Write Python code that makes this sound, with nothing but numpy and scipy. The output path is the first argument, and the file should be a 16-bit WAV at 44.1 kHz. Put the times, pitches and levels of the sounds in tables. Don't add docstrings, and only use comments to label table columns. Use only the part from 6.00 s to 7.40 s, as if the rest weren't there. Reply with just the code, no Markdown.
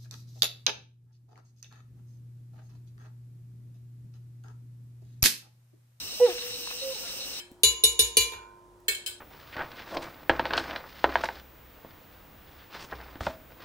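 import sys
import numpy as np
from scipy import signal
from scipy.fft import rfft, irfft, next_fast_len
from scipy.io import wavfile
from scipy.ndimage import uniform_filter1d, map_coordinates

SR = 44100
rng = np.random.default_rng(int(sys.argv[2]) if len(sys.argv) > 2 else 0)


def invert_db(level):
    return 10 ** (np.asarray(level, dtype=float) / 20)


def digitize_waveform(pressure):
    field = np.atleast_2d(pressure).T
    bounded = np.clip(field, -1, 1)
    quanta = np.round(bounded * 32767).astype(np.int16)
    wavfile.write(sys.argv[1], SR, quanta)


N = 61739
TIME = np.arange(N) / SR

# (frequency [Hz], width [Hz], level [dB])
CICADA_BODY = [(2831, 497, -1.5), (5395, 687, 1), (5780, 660, -3.5), (8270, 1540, -7)]
# (frequency [Hz], width [Hz], level [dB])
CRICKET_BODY = [(3740, 40, -3), (3987, 226, -5), (4270, 220, -9.5)]
# (frequency [Hz], width [Hz], level [dB])
KATYDID_BODY = [(14420, 1900, -2), (15240, 1300, -18)]
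CICADA_DB, CRICKET_DB, KATYDID_DB = -39.5, -43.5, -47
CICADA_CLICKS_HZ = 179.9
CRICKET_PEAK_S, CRICKET_SWELL_DB = 0.13, 4.5
KATYDID_PEAK_S, KATYDID_SWELL_DB = 0.052, 3
PULSE_HZ, PULSE_EDGE, PULSE_UNEVEN_DB = 7.284, 1.5, .6

# (frequency [Hz], density [dB per Hz])
HISS_COLOUR = [(150, -69), (250, -9), (600, -11), (1200, -12.5), (1900, -14), (4700, -8.5), (11000, -32.5),
               (16500, -20.5)]
# (frequency [Hz], density [dB per Hz])
RUMBLE_COLOUR = [(15, -34), (30, -9.5), (43, -4.5), (60, -3), (110, -12), (200, -11.5), (400, -26.5)]
# (frequency [Hz], left-right likeness [-1 to 1])
RUMBLE_ALIKE = [(40, 0.57), (70, -1), (130, 0.46), (250, 0.57)]
# (frequency [Hz], left-right likeness [-1 to 1])
FIELD_ALIKE = [(250, 1), (1000, 0.17), (2500, 0.36), (4000, 0.62), (7000, 0.24), (12000, 0.033)]
# (frequency [Hz], left minus right [dB])
BALANCE = [(60, -1.5), (180, 1.5), (550, -0.5), (1650, 1.5), (4970, -0.5), (15000, 3)]
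# (start [s], length [s], frequency [Hz], level [dB])
PUFFS = [
    (0, 0.095, 95.5, -53.5),
    (0.471, 0.094, 110, -52.5),
]
HISS_DB, RUMBLE_DB = -46.5, -52
FIELD_LEAD_S = .0001

# (time [s], peak [dB], frequency [Hz], pan [dB])
TICKS = [
    (0.093, -40, 1170, -7),
    (0.382, -27, 2150, 4.5),
    (0.464, -38, 2120, 17),
    (0.673, -28, 970, 6),
    (0.712, -31.5, 1160, 4),
    (0.724, -34.5, 1655, 8),
    (1.225, -62, 2400, 14),
]
# (start [s], length [s], level [dB])
RUSTLES = [
    (0.242, 0.13, -40),
    (0.358, 0.18, -44.5),
    (0.702, 0.031, -42.5),
    (1.047, 0.085, -44.5),
]
# (frequency [Hz], level [dB])
LEAF_COLOUR = [(400, -39), (900, -6), (1500, 1.5), (2400, 2.5), (3500, 5.5), (7000, -16)]
TICK_CYCLES, TICK_DB, TICK_CRACK_DB, TICK_LEAD_S = 4.1, 5.5, -1, 0.00019

# (start [s], length [s], start frequency [Hz], end frequency [Hz], level [dB])
WHISTLES = [
    (.118, 0.033, 359, 693, -53),
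    (0.171, 0.027, 650, 610, -56),
    (1.028, 0.019, 693, 1220, -52.5),
    (1.029, 0.051, 1385, 1412, -54),
    (1.047, 0.023, 723, 675, -56),
    (0.699, 0.021, 2650, 2520, -44),
]

# (time [s], frequency [Hz], level [dB])
HOOT = [
    (.198, 484.4, -62),
    (.208, 494.5, -48),
    (.216, 486.7, -40.5),
    (.24, 496.8, -47.5),
    (.258, 487, -42),
    (.274, 436, -38.5),
    (.292, 365, -37.5),
    (.318, 350, -48.5),
    (.333, 310, -58),
]
# (time [s], frequency [Hz], level [dB])
ANSWER = [
    (.9, 544, -70),
    (.928, 508, -55.5),
    (.94, 500, -66),
    (.965, 421, -53.5),
    (.98, 393, -77),
]
# (multiple [1], level [dB])
OVERTONES = [(1, 4), (2, 1), (3, -12.5)]
# (start [s], length [s], frequency [Hz], peak [dB], fullness [1])
BOOMS = [
    (0.1987, 0.073, 493.6, -13.5, 0.89),
    (0.816, 0.12, 536.9, -35, 0.33),
]
# (multiple [1], level [dB])
BOOM_OVERTONES = [(4, -35.5), (5, -41), (6, -35), (8, -41.5)]
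# (time [s], frequency [Hz], level [dB], decay [s], rise [s])
SNAPS = [
    (.198, 822, -37.5, 0.0049, 0.0027),
    (.203, 710, -36, 0.0045, 0.0046),
]
# (delay [s], level [dB], pan [dB])
TRUNKS = [
    (.058, -19, 3),
    (.122, -27.5, -4),
    (.205, -28.5, 0),
    (.25, -34, -1.5),
    (.31, -30.5, -1),
    (.352, -37, -1),
    (.45, -52, 0),
    (.56, -36, 2),
]
# (start [s], length [s], level [dB])
FLICKERS = [
    (1.004, 0.045, -47.5),
    (1.093, 0.0205, -46.5),
    (1.12, 0.042, -47.5),
    (1.184, 0.023, -49.5),
    (1.213, 0.024, -51.5),
    (1.308, 0.045, -59),
]
# (delay [s], decay by 60 dB [s], level [dB])
FOREST = [
    (.03, 0.23, -56),
    (.06, 3.2, -26.5),
]
HOOT_PAN_DB, ANSWER_PAN_DB, ANSWER_WET_DB = -2.5, -4.5, 10.5
ANSWER_LEAD_S, ECHO_LEAD_S, STACK_LEAD_S = .00005, 0.00025, .00008
FLICKER_HZ = 537
BREATH_LEAN, OVERTONE_HOLD = 1.1, .8
DRIFT, SAG = 0.012, 0.03
WAVER_DB, WAVER_RAD = .5, .04

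TOP_HZ = 15760


def along(points, hz):
    f, v = np.transpose(points)
    return np.interp(np.log(hz + 1), np.log(f + 1), v)


def unit(x):
    return x / np.sqrt(np.mean(x ** 2) + 1e-20)


def filtered(x, response):
    m = next_fast_len(N + SR // 2)
    hz = np.fft.rfftfreq(m, 1 / SR)
    return irfft(rfft(x, m) * response(hz), m)[..., :N]


def wobble(rate):
    knots = rng.standard_normal(int(N * rate / SR) + 4)
    return map_coordinates(knots, [np.arange(N) * rate / SR])


def progress(start_s, length_s):
    return np.clip((TIME - start_s) / length_s, 0, 1)


def panned(x, pan_db):
    return x * invert_db(np.array([[pan_db / 2], [-pan_db / 2]]))


def lead(pair, seconds):
    sides = np.array([[1], [-1]])
    return filtered(pair, lambda hz: np.exp(1j * np.pi * hz * seconds * sides))


def spread(pair, colour, alike):
    def mid_and_side(hz):
        angle = np.arccos(np.clip(along(alike, hz), -1, 1)) / 2
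        return colour(hz) * [np.cos(angle), np.sin(angle)]

    mid, side = filtered(pair, mid_and_side)
    return unit(np.array([mid + side, mid - side]))


def body(peaks):
    return lambda f: sum(invert_db(db) * (1j * f * w / (c * c - f * f + 1j * f * w)) ** 2 for c, w, db in peaks)


def clicking(clicks_hz, blur):
    cycles = [np.cumsum(clicks_hz * (1 + .01 * wobble(3))) / SR + rng.random() for _ in range(2)]
    gate = np.exp(-4 * (np.array(cycles) % 1))
    return unit(gate * rng.standard_normal((2, N))) + blur * rng.standard_normal((2, N))


def swell(peak_s, depth_db):
    turn = 2 * np.pi * PULSE_HZ * (TIME - peak_s) + 0.05 * wobble(3.43)
    return invert_db(depth_db * np.tanh(PULSE_EDGE * np.cos(turn)) + PULSE_UNEVEN_DB * wobble(7))


def insects():
    cicadas = spread(clicking(CICADA_CLICKS_HZ, blur=2.2), body(CICADA_BODY), FIELD_ALIKE)
    crickets = spread(clicking(190, blur=0.67), body(CRICKET_BODY), [(4000, 0.58)])
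    katydids = spread(clicking(300, blur=1.9), body(KATYDID_BODY), FIELD_ALIKE)
    crickets = unit(swell(CRICKET_PEAK_S, CRICKET_SWELL_DB) * crickets)
    katydids = unit(swell(KATYDID_PEAK_S, KATYDID_SWELL_DB) * katydids)
    cicadas = invert_db(CICADA_DB + 0.23 * wobble(5.43)) * cicadas
    return cicadas + invert_db(CRICKET_DB) * crickets + invert_db(KATYDID_DB) * katydids


def forest_hiss():
    hiss = spread(rng.standard_normal((2, N)), lambda hz: invert_db(along(HISS_COLOUR, hz)), FIELD_ALIKE)
    return invert_db(HISS_DB + 0.78 * wobble(1.56)) * hiss


def port_rumble():
    rumble = spread(rng.standard_normal((2, N)), lambda hz: invert_db(along(RUMBLE_COLOUR, hz)), RUMBLE_ALIKE)
    out = invert_db(RUMBLE_DB + 1.57 * wobble(2.7)) * rumble
    for start_s, length_s, hz, db in PUFFS:
        push = np.sin(np.pi * progress(start_s, length_s))
        out = out + invert_db(db) * push * np.sin(2 * np.pi * hz * TIME)
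    return out


def ticks():
    out, t = np.zeros((2, N + SR)), np.arange(SR // 20) / SR
    for s, db, hz, pan_db in TICKS:
        ring = np.sin(2 * np.pi * hz * t) * np.exp(-t * hz / TICK_CYCLES * 3) * (1 - np.exp(-t / 0.0003))
        crack = invert_db(TICK_CRACK_DB) * rng.standard_normal(len(t)) * np.exp(-t / 0.00088)
        tick = ring + uniform_filter1d(crack, size=8)
        first = round(s * SR)
        out[:, first:first + len(t)] += invert_db(db + TICK_DB) * panned(tick, pan_db)
    thin = filtered(out[:, :N], lambda hz: (1j * hz / 600 / (1 + 1j * hz / 600)) ** 2)
    return lead(thin, TICK_LEAD_S)


def rustle():
    stir = sum(invert_db(db) * np.sin(np.pi * progress(s, length)) ** .5 for s, length, db in RUSTLES)
    crackle = rng.standard_normal((2, N)) * invert_db(4.2 * wobble(89.2))
    leaves = stir * spread(crackle, lambda hz: invert_db(along(LEAF_COLOUR, hz)), [(1500, 0.75)])
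    return lead(panned(leaves, 2.7), 0.000153)


def whistles():
    out = 0
    for s, length, from_hz, to_hz, db in WHISTLES:
        u = progress(s, length)
        cycles = length * u * (from_hz + (to_hz - from_hz) * u / 2)
        envelope = np.sqrt(2 * np.abs(np.sin(np.pi * u)))
        out = out + invert_db(db) * envelope * np.sin(2 * np.pi * cycles)
    return lead(panned(out, 4.9), .0001)


def boom(s, length, hz, db, fullness):
    u = progress(s, length)
    breath = np.abs(np.sin(np.pi * u ** BREATH_LEAN)) ** fullness
    phase = 2 * np.pi * np.cumsum(hz * (1 - DRIFT * u - SAG * u ** 6)) / SR
    over = sum(invert_db(over_db + 1.3 * wobble(64)) * np.sin(k * phase) for k, over_db in BOOM_OVERTONES)
    return np.sqrt(2) * invert_db(db) * (breath * np.sin(phase) + breath ** OVERTONE_HOLD * over)


def snap(s, hz, db, decay_s, rise_s):
    t = np.clip(TIME - s, 0, None)
    envelope = np.exp(-t / decay_s) * (1 - np.exp(-t / rise_s))
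    return 4 * invert_db(db) * envelope * np.sin(2 * np.pi * hz * t + 0.65 * wobble(123))


def call(rows):
    s, hz, level_db = np.transpose(rows)
    smooth = lambda column: uniform_filter1d(np.interp(TIME, s, column), size=260)
    phase = 2 * np.pi * np.cumsum(smooth(hz)) / SR
    stack = 0
    for k, db in OVERTONES:
        level = invert_db(db + WAVER_DB * k * wobble(97.5))
        stack = stack + level * np.sin(k * phase + WAVER_RAD * k * wobble(110))
    return np.sqrt(2) * invert_db(smooth(level_db)) * stack * (TIME > s[0]) * (TIME < s[-1])


def trunks(x):
    n = np.arange(N)
    return sum(invert_db(db) * panned(np.interp(n - s * SR, n, x), pan_db) for s, db, pan_db in TRUNKS)


def forest(x):
    wet = 0
    for delay_s, t60, db in FOREST:
        shared, own = rng.standard_normal(N), rng.standard_normal((2, N))
        decay = invert_db(-60 * TIME / t60 + 1.3 * wobble(26.5))
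        onset = np.clip(TIME / delay_s - .5, 0, 1)
        tail = (shared + 0.62 * own) * decay * onset
        tail = tail / np.linalg.norm(tail[0])
        wet = wet + invert_db(db) * signal.fftconvolve(x[None], tail, axes=1)[:, :N]
    return filtered(wet, lambda hz: 1 / (1 + (hz / 2500) ** 2))


def hornbills():
    near, far = [boom(*row) for row in BOOMS]
    stack = call(HOOT) + sum(snap(*row) for row in SNAPS)
    far = far + call(ANSWER)
    flickers = sum(boom(s, length, FLICKER_HZ, db, fullness=1.0) for s, length, db in FLICKERS)
    echoes = lead(trunks(near + stack) + flickers, ECHO_LEAD_S)
    tail = forest(near + stack + invert_db(ANSWER_WET_DB) * far)
    hoot = panned(near, HOOT_PAN_DB) + lead(panned(stack, HOOT_PAN_DB), STACK_LEAD_S)
    answer = lead(panned(far, ANSWER_PAN_DB), ANSWER_LEAD_S)
    return hoot + answer + echoes + tail


def scene():
    sides = np.array([[.5], [-.5]])
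    field = lead(insects() + forest_hiss(), FIELD_LEAD_S)
    field = filtered(field, lambda hz: invert_db(along(BALANCE, hz) * sides))
    return field + port_rumble() + ticks() + rustle() + whistles() + hornbills()


def top_cut(x):
    return signal.sosfilt(signal.butter(12, 16410, fs=SR, output="sos"), x)


def record(dry):
    mix = filtered(dry, lambda hz: hz < TOP_HZ)
    return top_cut(mix)


dry = scene()
out = record(dry)
digitize_waveform(out)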